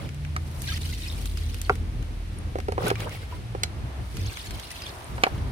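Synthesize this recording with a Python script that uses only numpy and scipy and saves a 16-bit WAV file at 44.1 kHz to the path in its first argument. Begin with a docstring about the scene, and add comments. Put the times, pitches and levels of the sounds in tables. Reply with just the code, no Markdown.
"""Engines drone in a street some way off until about 4.4 s (orders of a firing rate), over rumble, tyre noise
and hiss. A cupful of water is flung in two sheets onto leafy seedlings: showers of tiny bubble rings, patter
and fine spray. Then the plastic cup knocks (damped modes, noise cracks), scrapes and sloshes in a bucket as it
scoops again. Two more pours follow, the last faint, with hard knocks and a car drawing near; stray drops tick
and plink all along. Two spaced microphone ports hear it."""
import sys
import numpy as np
from scipy import signal
from scipy.fft import rfft, irfft, next_fast_len
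from scipy.io import wavfile
from scipy.ndimage import uniform_filter1d, map_coordinates

SR = 44100
rng = np.random.default_rng(int(sys.argv[2]) if len(sys.argv) > 2 else 0)


def wrap_up_sound(samples):
    """Save the sound to the file named by the first command line argument, as 16-bit audio."""
    columns = np.atleast_2d(samples).T
    # keep every value between -1 and 1, then stretch to whole-number steps
    tamed = np.clip(columns, -1, 1)
    steps = np.round(tamed * 32767).astype(np.int16)
    wavfile.write(sys.argv[1], SR, steps)


N = 243333
TIME = np.arange(N) / SR
PORT_LAG_S = 0.000555  # travel time between the ports
TOP_HZ = 15950


def amp(db):
    """Decibels to gain."""
    return 10 ** (np.asarray(db) / 20)


def unit(x):
    """x at rms 1."""
    return x / np.sqrt(np.mean(x ** 2) + 1e-20)


def curves(rows):
    """One value per sample for each column after the time."""
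    s, *cols = np.transpose(rows)
    return [np.interp(TIME, s, c) for c in cols]


def during(rows, fade_s):
    """1 while a table lasts, fading out on both sides."""
    first_s, last_s = rows[0][0], rows[-1][0]
    return np.interp(TIME, [first_s - fade_s, first_s, last_s, last_s + fade_s], [0, 1, 1, 0])


def wobble(rate_hz):
    """A smooth random curve, rate_hz knots a second."""
    knots = rng.standard_normal(int(N * rate_hz / SR) + 4)
    return map_coordinates(knots, [TIME * rate_hz])


def swell(s, hold_s, attack_s, release_s, sag_db_per_s=0):
    """Gain that rises to time s, holds while sagging and dies; attack and release span 60 dB."""
    early_s, late_s = np.maximum(s - TIME, 0), np.maximum(TIME - s - hold_s, 0)
    fade_db = -60 * (early_s / attack_s + late_s / release_s)
    return amp(fade_db - sag_db_per_s * np.clip(TIME - s, 0, hold_s))


def filtered(x, response):
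    """x times a complex response of frequency."""
    m = next_fast_len(N + 8192)
    spectrum = rfft(x, m) * response(np.fft.rfftfreq(m, 1 / SR))
    return irfft(spectrum, m)[..., :N]


def coloured(x, points):
    """x shaped by (freq_hz, gain_db) points, at rms 1."""
    f, db = np.transpose(points)
    return unit(filtered(x, lambda hz: amp(np.interp(np.log(hz + 1), np.log(f), db, right=-120))))


def band(x, lo_hz, hi_hz, order=2):
    """Causal band-pass."""
    sos = signal.butter(order, [lo_hz, min(hi_hz, SR / 2 - 1)], "band", fs=SR, output="sos")
    return signal.sosfilt(sos, x)


def add(track, s, sound):
    """Mix a sound in at time s."""
    part = track[..., max(round(s * SR), 0):][..., :sound.shape[-1]]
    part += sound[..., :part.shape[-1]]


def burst(x, db, seconds):
    """x scaled so that its energy equals db held for that many seconds."""
    return amp(db) * x * np.sqrt(seconds * SR / (np.sum(x ** 2, -1, keepdims=True) + 1e-20))


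def heard_from(x, lag_s, pan_db):
    """A point source: it reaches the left port lag_s after the right."""
    sides = np.array([[1], [-1]]) / 2
    return amp(sides * pan_db) * filtered(x, lambda hz: np.exp(-2j * np.pi * hz * lag_s * sides))


def diffuse(pair):
    """Sound from all around: alike at both ports in the bass, unrelated in the treble."""
    def mix(hz):
        turn = np.arccos(.88 * np.sinc(2 * hz * PORT_LAG_S)) / 2
        return np.array([np.cos(turn), np.sin(turn)])
    mid, side = filtered(pair, mix)
    return np.array([mid + side, mid - side])


def rush(spectrum):
    """Diffuse noise of rms 1."""
    return coloured(diffuse(rng.standard_normal((2, N))), spectrum)


def bubble(t, hz, cycles):
    """A trapped bubble rings for some cycles after a soft start."""
    age = np.maximum(t, 0) * hz
    return np.sin(2 * np.pi * age) * np.exp(-age / cycles) * (1 - np.exp(-age))


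def grains(rate, hz, spread, cycles, size_db, scatter, size=400):
    """A stereo shower of tiny rings, rate a second, each from its own direction; near rms 1."""
    count = int(np.clip(rate * N / SR, 1, 30000))
    when, strength, where = rng.random((count, 3)).T
    pitch_hz = np.clip(hz * np.exp(spread * rng.standard_normal((count, 1))), 100, TOP_HZ)
    gain = amp(size_db * np.minimum(-np.log(1 - strength), 3))[:, None]
    index = (when * N).astype(int)[:, None] + np.arange(size)
    lag_s = scatter * PORT_LAG_S * (2 * where[:, None] - 1)
    shower = []
    for side in (1, -1):
        t = np.arange(size) / SR - np.maximum(side * lag_s, 0)
        port = gain * bubble(t, pitch_hz, cycles)
        shower.append(np.bincount(index.ravel(), port.ravel(), N)[:N])
    shower = np.array(shower)
    # the flow is even over a tenth of a second, however the single drops fall
    power = uniform_filter1d(np.mean(shower ** 2, 0), SR // 10)
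    return shower / np.sqrt(np.abs(power) + 1e-9)


def engine(rows, orders, unsteady_db):
    """An exhaust note: orders of the firing rate, each wavering a little."""
    hz, db = curves(rows)
    phase = 2 * np.pi * (np.cumsum(hz) / SR + rng.random())
    note = sum(amp(level + unsteady_db * wobble(5.24)) * np.sin(k * phase) for k, level in orders)
    return np.sqrt(2) * amp(db) * during(rows, 0.042) * note


# orders of the idling engine: multiple, relative_db
IDLE_ORDERS = [(2, 1), (4, -17), (5, -17.5), (6, -19.5), (8, -21)]
IDLE_HZ, IDLE_DB, IDLE_QUIET_DB = 40.13, -36.5, -40.5  # firing rate, level in the open, level when screened
IDLE_OPEN_S, IDLE_END_S = 1, 2.8  # fully heard, falls away


def idling_engine():
    """A steady firing rate and its multiples, growing as it comes into the open."""
    rows = [(0, IDLE_HZ, IDLE_QUIET_DB), (IDLE_OPEN_S, IDLE_HZ, IDLE_DB), (IDLE_END_S, IDLE_HZ, IDLE_DB)]
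    return heard_from(engine(rows, IDLE_ORDERS, unsteady_db=2.86), lag_s=-0.0002, pan_db=-0.5)


SWELL_DB = 9  # loudest point over the ends


def winding_down(start_s, loudest_s, end_s, first_hz, last_hz, db):
    """Engine rows: speed lost by a steady ratio up to and after the loudest point."""
    s = np.array([start_s, loudest_s, end_s])
    hz = first_hz * (last_hz / first_hz) ** ((s - start_s) / (end_s - start_s))
    return np.transpose([s, hz, [db - SWELL_DB, db, db - SWELL_DB]])


# orders of a passing exhaust: multiple, relative_db
PASSING_ORDERS = [(0.99, -0.82), (3 / 2, -17), (2, -25)]
# note of a cruising vehicle: time_s, base_hz, base_db
CRUISING_NOTE = [(0.0, 140.4, -43), (0.284, 148.3, -36.5), (0.316, 147.7, -42), (0.5, 137, -37.5),
                 (0.946, 148.6, -40.5), (1.0, 135.9, -52)]
# engines that wind down: start_s, loudest_s, end_s, first_hz, last_hz, base_db
SLOWING_ENGINES = [(0.85, 1.85, 2.65, 51, 38.5, -30.5), (2.8, 2.9, 3.35, 122, 89, -31.5),
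                   (3.4, 3.52, 3.87, 124, 89, -32), (3.55, 3.9, 4.4, 82, 51, -35)]


def passing_engines():
    """Exhaust notes of vehicles cruising and slowing, from one direction."""
    vehicles = [CRUISING_NOTE] + [winding_down(*row) for row in SLOWING_ENGINES]
    notes = sum(engine(rows, PASSING_ORDERS, unsteady_db=2.0) for rows in vehicles)
    return heard_from(notes, lag_s=0.00045, pan_db=0.0)


# swells of the rumble: start_s, length_s, base_db
RUMBLE_SURGES = [(0.0, 1.6, -36.5), (1.7, .3, -33), (2.1, 1.58, -37), (3.76, .14, -36), (3.98, .04, -36),
                 (4.15, .13, -34.5), (4.49, .07, -34), (5.11, .11, -35), (5.32, .2, -29.5)]
# rumble colour: freq_hz, relative_db
RUMBLE_SPECTRUM = [(20, -44), (31, -30), (45, -2.5), (62, -1.5), (110, -4.5), (160, -15), (300, -21.5),
                   (500, -28.5), (900, -73)]
SURGE_ATTACK_S, SURGE_RELEASE_S, CALM_DB = .15, .2, -43  # 60 dB times; level between swells


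def street_rumble():
    """Diffuse low noise that surges and flickers."""
    swells = [amp(db) * swell(s, length_s, SURGE_ATTACK_S, SURGE_RELEASE_S)
              for s, length_s, db in RUMBLE_SURGES]
    level = np.hypot(np.max(swells, axis=0), amp(CALM_DB))
    return level * amp(2.5 * wobble(14)) * rush(RUMBLE_SPECTRUM)


# far tyre colour: freq_hz, relative_db
ROAR_SPECTRUM = [(150, -39), (250, -0.5), (400, -2.5), (700, 0), (1200, -4.5), (2000, -12.5), (3500, -19),
                 (6000, -36)]


def tyre_roar():
    """Far tyres: mid-range diffuse noise, fluttering a few times a second."""
    return amp(-51.5 + 2.7 * wobble(7)) * rush(ROAR_SPECTRUM)


# near tyre colour: freq_hz, relative_db
CAR_SPECTRUM = [(240, -8), (400, -0.5), (507, -10.5), (659, 1), (808, -3.5), (936, -1), (6000, -26.5),
                (7800, -58), (13200, -120)]
NEAREST_S, CAR_DB, CAR_DB_PER_S = 5.32, -43, 7.5


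def nearing_car():
    """Tyre noise that grows as a car draws near, then falls."""
    return amp(CAR_DB - CAR_DB_PER_S * abs(TIME - NEAREST_S)) * rush(CAR_SPECTRUM)


# hiss colour: freq_hz, relative_db
HISS_SPECTRUM = [(500, -33), (1300, -2.5), (2200, 0), (4000, -4.5), (6000, -9.5), (7350, -14), (9300, -10),
                 (11000, -14.5), (13000, -18.5), (16000, -30)]


def street():
    """Distant traffic: exhaust notes over rumble, tyre noise and a thin steady hiss."""
    engines = idling_engine() + passing_engines()
    hiss = amp(-51.5) * rush(HISS_SPECTRUM)
    return engines + street_rumble() + tyre_roar() + nearing_car() + hiss


def yard(x, t60_s=0.11):
    """Nearby pots and walls give a short, dull answer: x convolved with decaying noise."""
    t = np.arange(SR // 4) / SR
    noise = band(rng.standard_normal((2, len(t))), 170, 7300, order=1)
    tail = noise * amp(-60 * t / t60_s) * (t > .004)
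    return diffuse(signal.fftconvolve(x, tail / np.linalg.norm(tail[0]), axes=1)[:, :N])


# leaf slaps: start_s, level_at_middle_db, brightness_db_per_octave
TICKS = [(0.09, -47.5, -4.5), (0.145, -54, 2), (0.249, -49, -7.5), (0.619, -41, 5), (0.6732, -58, 1),
         (0.6976, -57, -1), (0.7752, -43.5, -4), (1.2568, -39, 2.5), (1.373, -42, -0.5),
         (1.544, -40.5, 0.5), (1.6152, -37.5, 5.5), (1.7543, -46.5, -0.5), (2.026, -49.5, -2.5),
         (2.6016, -44.5, -4.5), (2.955, -45, -8), (3.0034, -40, -3.5), (3.0934, -47.5, 0), (3.124, -54, -4),
         (4.1692, -41.5, 0), (4.371, -42, -6), (4.508, -41, 0.5), (4.5978, -42, 0.5), (4.705, -43.5, 0),
         (4.8204, -44, -2), (4.868, -55, 0)]
# bands of a slap: low_hz, high_hz
TICK_BANDS = [(1200, 3000), (3000, 6500), (6500, 15000)]


def leaf_ticks(t60_s=0.019, middle_hz=4400):
    """A fat drop slaps a leaf: a dry, decaying noise burst."""
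    out, t = np.zeros((2, N)), np.arange(SR // 12) / SR
    for s, tick_db, brightness_db in TICKS:
        slap = rng.standard_normal((2, len(t))) * amp(-60 * t / t60_s)
        for lo, hi in TICK_BANDS:
            db = tick_db + brightness_db * np.log2(np.sqrt(lo * hi) / middle_hz)
            add(out, s, burst(band(slap, lo, hi, order=3), db, seconds=0.0065))
    return band(out, 500, 12600, order=2)


# drops that trap a bubble: start_s, base_db, pitch_hz
PLINKS = [(0.677, -26, 4040), (0.7375, -30, 5970), (0.833, -29.5, 4030), (0.926, -34.5, 2070),
          (0.935, -34, 2750), (1.0338, -29, 3840), (1.0829, -26, 5170), (1.1, -27.5, 3710),
          (1.373, -31, 4900), (1.6487, -31.5, 4460), (2.387, -28.5, 9350), (2.9567, -29, 2360),
          (3.324, -32.5, 986), (4.2725, -37, 4270), (4.7156, -24, 9600), (4.8198, -29, 4960),
          (4.8377, -27, 4980), (4.8673, -29, 3400), (5.044, -31, 8700)]


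def plinks(cycles=14):
    """A drop in standing water traps a bubble that rings."""
    out, t = np.zeros(N), np.arange(SR // 12) / SR
    for s, db, hz in PLINKS:
        add(out, s, amp(db - 0.5) * bubble(t, hz, cycles))
    return heard_from(out, lag_s=.00003, pan_db=1.5)


# pushes of the cup: start_s, length_s, scrape_base_db, slosh_base_db
SCOOP_PUSHES = [(-0.007, 0.067, -41.5, -50), (2.824, 0.064, -28, -45.5), (2.869, 0.012, -39, -35.5),
                (3.002, 0.031, -39.5, -42), (3.066, 0.0087, -32, -60), (3.123, 0.033, -43, -44),
                (3.218, 0.013, -47, -49.5), (3.318, 0.042, -45.5, -51.5)]
# scrape filter: freq_hz, gain_db
SCRAPE_FILTER = [(140, 1), (250, -11.5), (350, -9.5), (500, -3), (750, -8.5), (1000, -5), (1500, -2.5),
                 (2300, -16), (3500, -42)]
# slosh filter: freq_hz, gain_db
SLOSH_FILTER = [(940, -11), (1600, -26), (1920, -11.5), (3200, -12), (3560, -13.5), (5650, -15.5),
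                (6220, -22), (9880, -9.5), (16000, -12)]
PUSH_ATTACK_S, PUSH_RELEASE_S, SETTLE_S = 0.19, 0.078, 0.16  # 60 dB times: push builds, stops, water settles


def scoop():
    """The rim stutters along the bucket while water slops into the cup."""
    push, slop = np.zeros(N), np.zeros(N)
    for s, length_s, scrape_db, slosh_db in SCOOP_PUSHES:
        push += amp(scrape_db) * swell(s, length_s, PUSH_ATTACK_S, PUSH_RELEASE_S)
        slop += amp(slosh_db) * swell(s, length_s, PUSH_ATTACK_S, SETTLE_S)
    stutter = grains(rate=1500, hz=750, spread=0.7, cycles=1.35, size_db=2, scatter=1.0)
    scrape = coloured(stutter, SCRAPE_FILTER)
    fizz = grains(rate=6000, hz=4800, spread=0.645, cycles=6, size_db=1.5, scatter=.9, size=150)
    glugs = grains(rate=350, hz=2700, spread=.42, cycles=16, size_db=5, scatter=0.61, size=700)
    slosh = coloured(fizz, SLOSH_FILTER) + amp(-2.5) * glugs
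    return amp(-1.0) * push * scrape + slop * slosh


# blows: start_s, base_db, strongest_hz, fall_below_db_per_octave, fall_above_db_per_octave
KNOCKS = [(0.3638, -29, 1140, 25, 5), (1.696, -18, 1280, 2, 12.5), (2.556, -29, 417, -6, 7.5),
          (2.586, -35.5, 420, 5, 3), (2.684, -26.5, 414, -16, 6), (2.721, -34, 700, 2, 3.5),
          (2.78, -23.5, 700, 4.5, 11.5), (2.865, -27.5, 420, -4, 6), (2.881, -29.5, 9000, 18, 3),
          (2.9024, -24, 1470, 5, 5.5), (2.914, -22.5, 420, 3, 8.5), (3.55, -32, 420, 3, 7),
          (3.6342, -20.5, 5160, 5.5, 8.5), (5.181, -35.5, 1300, 5, 11), (5.2363, -13.5, 2340, 5.5, 10),
          (5.267, -20, 800, 11.5, 12)]
# registers, thump to snap: low_hz, high_hz
KNOCK_BANDS = [(250, 620), (620, 920), (920, 1220), (1220, 1800), (1800, 3000), (3000, 6500), (6500, 15000)]
# how readily the cup answers in each register: gain_db
KNOCK_ANSWER_DB = [0, -0.5, -4.5, -1, -4, -4, -3]
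# modes of the plastic: freq_hz, relative_db, t60_s
PLASTIC_MODES = [(397.6, -2, 0.064), (498, 0.5, 0.043), (520, 1.5, 0.015), (773, 0, 0.045),
                 (1190, 0, 0.011), (1330, 3, 0.022), (1568, -4, 0.018), (1941, -19, 0.0069),
                 (1920, -10, 0.0091), (2240, 13, 0.012), (3550, -2, 0.0018), (4130, 13, 0.02),
                 (4840, 11, 0.017), (6200, -19, 0.035), (9570, 0, 0.0043)]
# where the cup is held: time_s, left_after_right_s
CUP_BEARING = [(0.36, .00027), (1.7, .00016), (2.55, .00034), (2.9, .00032), (3.6, .00039), (5.2, .00026)]


def knocks(contact_s=0.00083, crack_t60_s=0.021, crack_db=-4.5, ring_db=-1, hardening_db=2.5,
           attack_s=0.00015, right_db=2.2):
    """Each blow rings the plastic; where and how hard it lands sets the level of each register."""
    out, t = np.zeros((2, N)), np.arange(SR // 8) / SR
    hz, mode_db, t60_s = np.transpose(PLASTIC_MODES)[:, :, None]
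    onset = 1 - np.exp(-t / attack_s)
    # the wall buckles through the contact, then lets go
    buckle = onset * amp(-60 * np.maximum(t - contact_s, 0) / crack_t60_s)
    for s, blow_db, strongest_hz, below_db, above_db in KNOCKS:
        lag_s = np.interp(s, *np.transpose(CUP_BEARING))
        grip = 1 + 0.012 * rng.standard_normal(hz.shape)  # the hand detunes the wall a little
        phase = 2 * np.pi * (hz * grip * t + rng.random(hz.shape))
        modes = onset * amp(mode_db - 60 * t / t60_s) * np.sin(phase)
        for answer_db, (lo, hi) in zip(KNOCK_ANSWER_DB, KNOCK_BANDS):
            octaves = np.log2(np.sqrt(lo * hi) / strongest_hz)
            fall_db = abs(octaves) * (above_db if octaves > 0 else below_db)
            db = blow_db + answer_db - fall_db
            ring = np.sum(modes * ((lo <= hz) & (hz < hi)), 0)
            crack = band(buckle * rng.standard_normal(len(t)), lo, hi, order=3)
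            crowding_db = hardening_db * np.log2(lo / 900)  # higher up, modes crowd into noise
            blow = burst(ring, db + ring_db - crowding_db / 2, seconds=0.011)
            blow = blow + burst(crack, db + crack_db + crowding_db, seconds=0.012)
            add(out[0], s + lag_s / 2, amp(-right_db / 2) * blow)
            add(out[1], s - lag_s / 2, amp(right_db / 2) * blow)
    return band(out, 76, 10400, order=2)


# sheets of water landing: start_s, length_s, bubbling_base_db, spray_base_db, spray_t60_s
POURS = [(0.639, 0.624, -46, -45, .35), (1.364, 0.36, -49, -50.5, 0.3), (4.182, 0.64, -45, -48, 3),
         (5.164, 0.35, -62, -62, .4)]
# thick gushes on the soil: start_s, length_s, bubbling_base_db
GUSHES = [(0.68, 0.07, -38), (0.92, .04, -49), (1.02, 0.069, -46), (4.255, .025, -45),
          (4.815, 0.084, -44.5)]
# leaf patter filter: freq_hz, gain_db
PATTER_FILTER = [(500, -25), (1100, -13), (2100, -1), (3100, -2.5), (4500, 9.5), (6000, -19), (8000, -20)]
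# fine spray filter: freq_hz, gain_db
SPRAY_FILTER = [(2900, 9), (5000, -7.5), (7400, -17), (9300, -9.5), (11400, -13), (15000, -6.5),
                (16000, -16)]
SPRAY_LEAD_S, SOAK_S, DRAIN_S = 0.73, 0.16, 0.21  # 60 dB times: spray arrives early, bubbling builds, drains
GUSH_ATTACK_S, GUSH_RELEASE_S = 0.071, 0.097  # 60 dB times
BUBBLING_SAG_DB_PER_S, SPRAY_SAG_DB_PER_S = 5, 4  # the flow thins as the cup empties


def pours():
    """Each cupful breaks into drops: bubbles in the soil, patter and fine spray off the leaves."""
    bubbles = grains(rate=1200, hz=3950, spread=0.32, cycles=14, size_db=6.5, scatter=0.74, size=650)
    # pooled water rings longer
    pooled = grains(rate=100, hz=3370, spread=0.33, cycles=26, size_db=4, scatter=0.5, size=1500)
    taps = grains(rate=3900, hz=2665, spread=0.505, cycles=3.5, size_db=5.0, scatter=0.78, size=230)
    patter = coloured(taps, PATTER_FILTER)
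    beads = grains(rate=350, hz=8990, spread=0.155, cycles=22, size_db=7.5, scatter=0.663, size=400)
    specks = grains(rate=4500, hz=9030, spread=0.28, cycles=2.6, size_db=2.0, scatter=0.69, size=80)
    mist = coloured(specks, SPRAY_FILTER)
    flow, spray, gush = np.zeros(N), np.zeros(N), np.zeros(N)
    for s, length_s, bubbling_db, spray_db, t60_s in POURS:
        flow += amp(bubbling_db) * swell(s, length_s, SOAK_S, DRAIN_S, BUBBLING_SAG_DB_PER_S)
        spray += amp(spray_db) * swell(s, length_s, SPRAY_LEAD_S, t60_s, SPRAY_SAG_DB_PER_S)
    for s, length_s, db in GUSHES:
        gush += amp(db) * swell(s, length_s, GUSH_ATTACK_S, GUSH_RELEASE_S)
    clumps = amp(2.4 * wobble(60))  # the sheet of water lands in lumps
    wet = np.hypot(flow, gush) * (amp(-1.5) * bubbles + amp(-7) * pooled + amp(-4.5) * patter)
    return clumps * (wet + spray * (amp(-13) * beads + mist))


def scene():
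    """Water and cup close by, the street behind."""
    struck = knocks() + leaf_ticks() + plinks()
    return street() + amp(-19) * yard(struck) + scoop() + struck + pours()


def record(dry):
    """Clips at full scale, then keeps nothing from TOP_HZ up."""
    return filtered(np.clip(dry, -1, 1), lambda hz: hz < TOP_HZ)


dry = scene()
out = record(dry)
wrap_up_sound(out)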